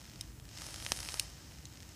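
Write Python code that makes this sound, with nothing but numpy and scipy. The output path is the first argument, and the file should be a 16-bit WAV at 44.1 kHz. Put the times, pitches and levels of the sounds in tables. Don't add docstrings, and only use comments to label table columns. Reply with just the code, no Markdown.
import sys
import numpy as np
from scipy import signal
from scipy.fft import rfft, irfft
from scipy.io import wavfile
from scipy.ndimage import uniform_filter1d

SR = 44100
rng = np.random.default_rng(int(sys.argv[2]) if len(sys.argv) > 2 else 0)


def bounce(signal):
    frames = np.transpose(np.atleast_2d(signal))
    limited = np.clip(frames, -1, 1)
    pcm = np.round(limited * 32767).astype(np.int16)
    wavfile.write(sys.argv[1], SR, pcm)


def volts(x):
    e = np.asarray(x, float) / 20
    return 10 ** e


N = 85995

# centre in Hz, width in Hz, lift in dB.
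SHARED_MODES = [(684, 160, 4), (1880, 270, 3), (3110, 250, 4), (3420, 200, -6), (5280, 400, 6),
                (6400, 250, 3), (7200, 350, -6), (7790, 200, 3), (8200, 250, -6), (8720, 350, 4),
                (9300, 400, 3), (11100, 300, 3), (13800, 450, 4)]
# frequency in Hz, density in dB per Hz.
BURST_COLOUR = [(150, -16), (500, 0), (2000, 3.5), (5300, -1.5), (7400, 5.5), (9500, -18.5), (12500, -1),
                (16000, -31)]
BURST_RING = 0.57


def level(x, db):
    return x * volts(db) / np.sqrt(np.mean(x ** 2))


def conv(x, h):
    return signal.fftconvolve(x, h)[:len(x)]


def response(points, peaks=(), share=1):
    f_hz = np.maximum(np.arange(2049) * SR / 4096, 10)
    p = np.array(points, float)
    db = np.interp(np.log(f_hz), np.log(p[:, 0]), p[:, 1])
    for centre_hz, width_hz, lift_db in peaks:
        db = db + share * lift_db / (1 + (2 * (f_hz - centre_hz) / width_hz) ** 2)
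    cepstrum = irfft(np.log(volts(db)))
    cepstrum[1:2048] *= 2
    cepstrum[2049:] = 0
    h = irfft(np.exp(rfft(cepstrum)))
    return h / np.sqrt(np.sum(h ** 2))


def walk(rate_hz):
    k = int(SR / rate_hz)
    w = uniform_filter1d(uniform_filter1d(rng.standard_normal(N), k), k)
    return w / np.std(w)


def high(x, hz):
    return signal.sosfilt(signal.butter(2, hz, "high", fs=SR, output="sos"), x)


def room():
    # frequency in Hz, density in dB per Hz.
    floor_colour = [(40, -14), (64, -0.5), (270, -15), (500, -25.5), (1000, -30.5), (5000, -50),
                    (8000, -33), (16000, -61)]
    # centre in Hz, width in Hz, level in dB.
    hum_bands = [(53.8, 8, -60.5), (102.7, 17, -66.5), (126.6, 44, -64.5), (311.7, 37.5, -68.5)]
    # time in seconds, gain in dB.
    rumble_swell = [
        (0, -7),
        (.3, 4),
        (.45, 1.1),
        (.7, 2.5),
        (.95, 4.8),
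        (1.27, -3),
        (1.5, -0.5),
        (1.95, -1.5),
    ]
    floor_db, mic_hiss_db = -53.5, -63.6
    out = level(conv(rng.standard_normal(N), response(floor_colour)), floor_db)
    out = out + volts(mic_hiss_db) * rng.standard_normal(N)
    swell = volts(np.interp(np.arange(N) / SR, *np.array(rumble_swell).T))
    for hz, width_hz, db in hum_bands:
        b, a = signal.iirpeak(hz, hz / width_hz, fs=SR)
        hum = signal.lfilter(b, a, signal.lfilter(b, a, rng.standard_normal(N)))
        out = out + level(hum, db) * swell
    return out


def boil():
    # time in seconds, boil level in dB.
    coil_heat = [(0, -62.5), (.19, -58.5), (.27, -61), (.41, -72), (.5, -59), (.56, -53), (.63, -49.5),
                 (.78, -50), (.9, -48), (1.02, -49), (1.17, -48.5), (1.23, -50), (1.31, -56), (1.52, -59),
                 (1.7, -62.5), (1.83, -61), (1.95, -58.5)]
    # frequency in Hz, density in dB per Hz.
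    steam_colour = [(200, -30), (550, -7), (2200, -8), (5200, -4), (9300, -3), (11500, -7), (12100, -15),
                    (15500, -20)]
    hot_db, bright_hz = -48, 7900
    bright_db_per_db = 2.94
    hiss_db, flicker_db, flicker_hz = 1, -0.5, 23.6
    fizz_db, fizz_per_s, fizz_spread_db, fizz_cap = -10.5, 900, 3.5, 2.5
    fizz_cool_db_per_db = 0.64

    heat_db = np.interp(np.arange(N) / SR, *np.array(coil_heat, float).T)
    hiss = rng.standard_normal(N) * volts(flicker_db * walk(flicker_hz))
    hiss = conv(level(hiss, hiss_db), response(steam_colour, SHARED_MODES))

    size = np.minimum(rng.exponential(size=N), fizz_cap)
    bursts = (rng.random(N) < fizz_per_s / SR) * volts(fizz_spread_db * size)
    fizz = level(conv(bursts, response(BURST_COLOUR, SHARED_MODES, BURST_RING)), fizz_db)
    mix = hiss - fizz * volts(fizz_cool_db_per_db * (hot_db - heat_db))

    spectrum = rfft(mix)
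    f_hz = np.arange(len(spectrum)) * SR / N + 1
    treble = irfft(spectrum / (1 + (bright_hz / f_hz) ** 12), N)
    return volts(heat_db) * (mix - treble + treble * volts(bright_db_per_db * (heat_db - hot_db)))


def collapse(rows):
    # frequency in Hz, density in dB per Hz.
    pop_colour = [(150, -6), (600, -1), (3000, -1), (7000, -2), (11500, -2), (12800, -9), (16000, -14)]
    pop_ring, pop_lead_s, pop_gain_db = .6, .00002, 2.2
    narrow, rebound_gain, rebound_s, rebound_widths = .85, .8, .00003, 1.2
    splash_s, splash_db = .0017, -18
    out = np.zeros(N + 1024)
    tone = response(pop_colour, SHARED_MODES, pop_ring)
    wet = response(BURST_COLOUR, SHARED_MODES, BURST_RING)
    for (start_s, db, ms, rebound), grit in zip(rows, rng.standard_normal((len(rows), 1024))):
        i = int((start_s - .0004) * SR)
        t = (i + np.arange(1024)) / SR - start_s + pop_lead_s
        width_s = narrow * ms / 1000
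        inward = np.exp(-2 * (t / width_s) ** 2)
        back = np.exp(-2 * ((t - rebound_s - rebound_widths * width_s) / width_s) ** 2)
        share = rebound_gain * np.clip(rebound - .15, 0, 1.3)
        suck = conv(inward - share * back, tone)
        splash = conv(grit * np.exp(-t / splash_s) * (t > 0), wet)
        out[i:i + 1024] += volts(db + pop_gain_db) * (volts(splash_db) * splash - suck / suck.max())
    return out[:N]


def pops():
    # time in seconds, peak in dB, bubble collapse in ms, rebound share.
    wick_ticks = [(0.00068, -48.1, 0.038, 0.34), (0.00213, -49.8, 0.041, 0.35),
                  (0.00794, -39.4, 0.053, 0.87), (0.0155, -38.0, 0.055, 0.65),
                  (0.02822, -42.3, 0.045, 0.61), (0.04055, -40.3, 0.055, 0.34),
                  (0.04486, -40.3, 0.045, 0.84), (0.05435, -38.9, 0.055, 0.8),
                  (0.06396, -40.3, 0.045, 0.56), (0.07826, -44.8, 0.067, 1.07),
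                  (0.09795, -39.4, 0.062, 0.6), (0.11552, -43.0, 0.048, 1.05),
                  (0.13621, -40.6, 0.074, 0.87), (0.15803, -41.7, 0.055, 0.53),
                  (0.15917, -40.4, 0.053, 0.99), (0.24319, -44.5, 0.065, 0.19),
                  (0.27603, -47.7, 0.045, 1.26), (1.29153, -48.1, 0.031, 1.4),
                  (1.30056, -38.6, 0.031, 0.72), (1.51262, -41.3, 0.053, 0.59),
                  (1.52189, -44.0, 0.062, 1.24), (1.55922, -42.9, 0.05, 1.03),
                  (1.58649, -41.3, 0.055, 1.16), (1.62726, -47.8, 0.065, 1.4),
                  (1.67022, -45.5, 0.062, 1.31), (1.72574, -43.5, 0.055, 0.9), (1.7368, -44.7, 0.055, 1.37),
                  (1.74189, -42.9, 0.055, 0.82), (1.7564, -40.7, 0.053, 1.4), (1.77335, -39.3, 0.05, 1.21),
                  (1.77719, -44.8, 0.05, 0.69), (1.804, -36.0, 0.055, 0.96), (1.82485, -38.9, 0.05, 0.96),
                  (1.83033, -37.1, 0.053, 1.07), (1.89126, -42.3, 0.041, 1.21),
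                  (1.94665, -58.1, 0.062, 1.4), (1.94743, -51.1, 0.043, 1.4), (1.94849, -52.2, 0.055, 0.96),
                  (1.94918, -55.9, 0.033, 1.4), (1.94994, -56.7, 0.038, 0.05)]
    lone_pops = [(0.39925, -48.2, 0.041, 0.72), (0.45393, -40.0, 0.055, 0.72),
                 (0.49094, -36.7, 0.053, 0.94), (0.51329, -41.0, 0.065, 0.53), (0.55133, -40.7, 0.033, 0.8),
                 (0.56976, -39.1, 0.069, 1.39), (0.57433, -31.7, 0.062, 0.93), (0.57546, -39.4, 0.057, 1.4),
                 (0.58522, -37.6, 0.045, 1.09), (0.58605, -31.2, 0.048, 1.0), (0.59877, -38.1, 0.036, 0.37),
                 (0.6095, -37.2, 0.06, 0.45), (0.61233, -34.1, 0.041, 0.73), (0.61985, -26.3, 0.055, 0.56),
                 (0.6423, -32.9, 0.074, 0.68), (0.66645, -29.5, 0.041, -0.08),
                 (0.68791, -35.3, 0.122, 0.25), (0.70771, -35.6, 0.036, 0.69),
                 (0.74301, -26.0, 0.057, 0.52), (0.74365, -41.2, 0.031, 1.4), (0.76054, -28.8, 0.048, 1.24),
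                 (0.7811, -34.2, 0.055, 0.39), (0.80083, -31.4, 0.053, 0.67), (0.82492, -28.1, 0.053, 0.34),
                 (0.84887, -36.6, 0.033, 1.4), (0.84972, -28.1, 0.045, 1.04), (0.86433, -23.2, 0.098, 1.32),
                 (0.88778, -34.7, 0.074, 0.8), (0.96394, -31.1, 0.043, 0.93), (0.97308, -27.3, 0.038, 1.38),
                 (0.98994, -26.7, 0.038, 0.48), (1.00102, -32.0, 0.043, 0.6), (1.00406, -25.6, 0.036, 0.61),
                 (1.00522, -35.1, 0.036, 1.3), (1.0299, -27.6, 0.043, 0.36), (1.03179, -29.3, 0.041, 0.58),
                 (1.04951, -29.2, 0.038, 0.64), (1.06038, -32.3, 0.077, 0.46),
                 (1.07593, -30.6, 0.038, 0.64), (1.08825, -23.0, 0.086, 0.86),
                 (1.09529, -31.2, 0.055, 1.22), (1.10602, -33.6, 0.053, 0.55),
                 (1.12111, -29.7, 0.048, 1.07), (1.12317, -33.8, 0.06, 1.12), (1.14215, -22.5, 0.06, 0.24),
                 (1.17346, -34.5, 0.101, 1.09)]
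    pairs = [
        (.39915, -37, .06, .7),
        (.66662, -31, .045, 1.1),
        (1.00388, -29, .035, 1.0),
        (1.14236, -26, .04, 1.3),
    ]
    loudest = [
        (.91967, -17.5, .045, .1),
        (.91982, -27, .04, .8),
        (.92001, -13.5, .05, 1.4),
    ]
    return collapse(wick_ticks) + collapse(lone_pops) + collapse(pairs) + collapse(loudest)


def strike(contacts, modes, cut_hz, snap_db=-17):
    snap_s, ring_t60_max_s = 0.00042, .0075
    out = np.zeros(N)
    m = np.array(modes, float)
    u = np.arange(900) / SR
    chance = zip(rng.random((len(contacts), len(m))), rng.standard_normal((len(contacts), 900)))
    for (start_s, db), (turn, grit) in zip(contacts, chance):
        waves = np.sin(2 * np.pi * (m[:, :1] * u + .08 * turn[:, None]))
        decay = np.exp(-np.log(1000) * u / np.minimum(m[:, 2:], ring_t60_max_s))
        ring = volts(m[:, 1]) @ (waves * decay)
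        ring = ring * np.minimum(u / .0001, 1)
        snap = volts(snap_db) * grit * np.exp(-u / snap_s)
        i = int(start_s * SR)
        out[i:i + 900] += volts(db) * (ring / np.abs(ring).max() + snap)
    return high(high(out, cut_hz), cut_hz / 2)


def button():
    # time in seconds, peak in dB.
    press = [
        (.2102, -23.5),
        (.21116, -27.5),
        (.2125, -58),
        (.2131, -38),
    ]
    release = [
        (1.1965, -13.5),
        (1.19724, -9.5),
        (1.1982, -29),
        (1.1997, -31),
    ]
    creak = [
        (1.6546, -31.5),
        (1.6550, -40),
        (1.6564, -39),
    ]
    # frequency in Hz, level in dB, t60 in seconds.
    press_modes = [(2410, -9, .0035), (3220, -9, 0.0077), (3770, 0.5, 0.0083), (5300, 7, 0.0051),
                   (6000, -5, 0.0043), (4500, -3, 0.006), (6460, -30, .004), (7740, 1, 0.0065),
                   (7950, -9, .005), (9610, 0.5, 0.0065), (10600, -7, .005), (12150, -11, .005),
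                   (14500, -21, .002)]
    release_modes = [(1650, -26, .006), (2970, -0.5, 0.0027), (3670, 7.5, 0.0021), (4570, 7.5, 0.0038),
                     (5480, 0, 0.0064), (6500, 2.5, 0.0023), (6000, -4, 0.0034), (7250, -2.5, 0.0062),
                     (10300, -31, 0.0023), (9260, 1, 0.006), (11200, -16, .004), (12100, -6, 0.0047),
                     (14650, -20, 0.0017)]
    creak_modes = [(1723, -24, .008), (3700, -10, 0.0045), (4100, 5, 0.0088), (5640, -13, 0.0048),
                   (6140, 9.5, 0.0048), (6900, -15, 0.0055), (8900, -23, .005)]
    cut_hz = 2200
    clicks = strike(press, press_modes, cut_hz) + strike(release, release_modes, cut_hz)
    return clicks + strike(creak, creak_modes, cut_hz)


def burst_ring():
    # time in seconds, peak in dB.
    chime = [
        (.92009, -23),
    ]
    knock = [
        (.9197, -26),
    ]
    # frequency in Hz, level in dB, t60 in seconds.
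    chime_modes = [(4300, -4, .002), (5200, 0, .004), (8650, -3, .007), (13800, -14, .006)]
    knock_modes = [(283, -1, 0.01), (740, -10, 0.012), (1080, 1, 0.002), (1490, -14, 0.0033)]
    return strike(chime, chime_modes, 2200) - strike(knock, knock_modes, 100, snap_db=-np.inf)


def scene():
    echo_t60_s, echo_db = 0.026, -15
    floor = room()
    near = boil() + pops() + button() + burst_ring()
    t = np.arange(int(.2 * SR)) / SR
    echo = rng.standard_normal(len(t)) * np.exp(-np.log(1000) * t / echo_t60_s) * (t > .002)
    echo = echo / np.sqrt(np.sum(echo ** 2))
    return (near + volts(echo_db) * conv(near, echo) + floor)[None]


def roll_off(x):
    return signal.sosfilt(signal.butter(12, 16480, fs=SR, output="sos"), x)


def record(dry):
    bass_cut_hz, top_hz = 35, 15470
    x = signal.sosfilt(signal.butter(4, bass_cut_hz, "high", fs=SR, output="sos"), dry)
    x = signal.sosfilt(signal.ellip(8, .5, 32, top_hz, fs=SR, output="sos"), x)
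    return roll_off(x)


dry = scene()
out = record(dry)
bounce(out)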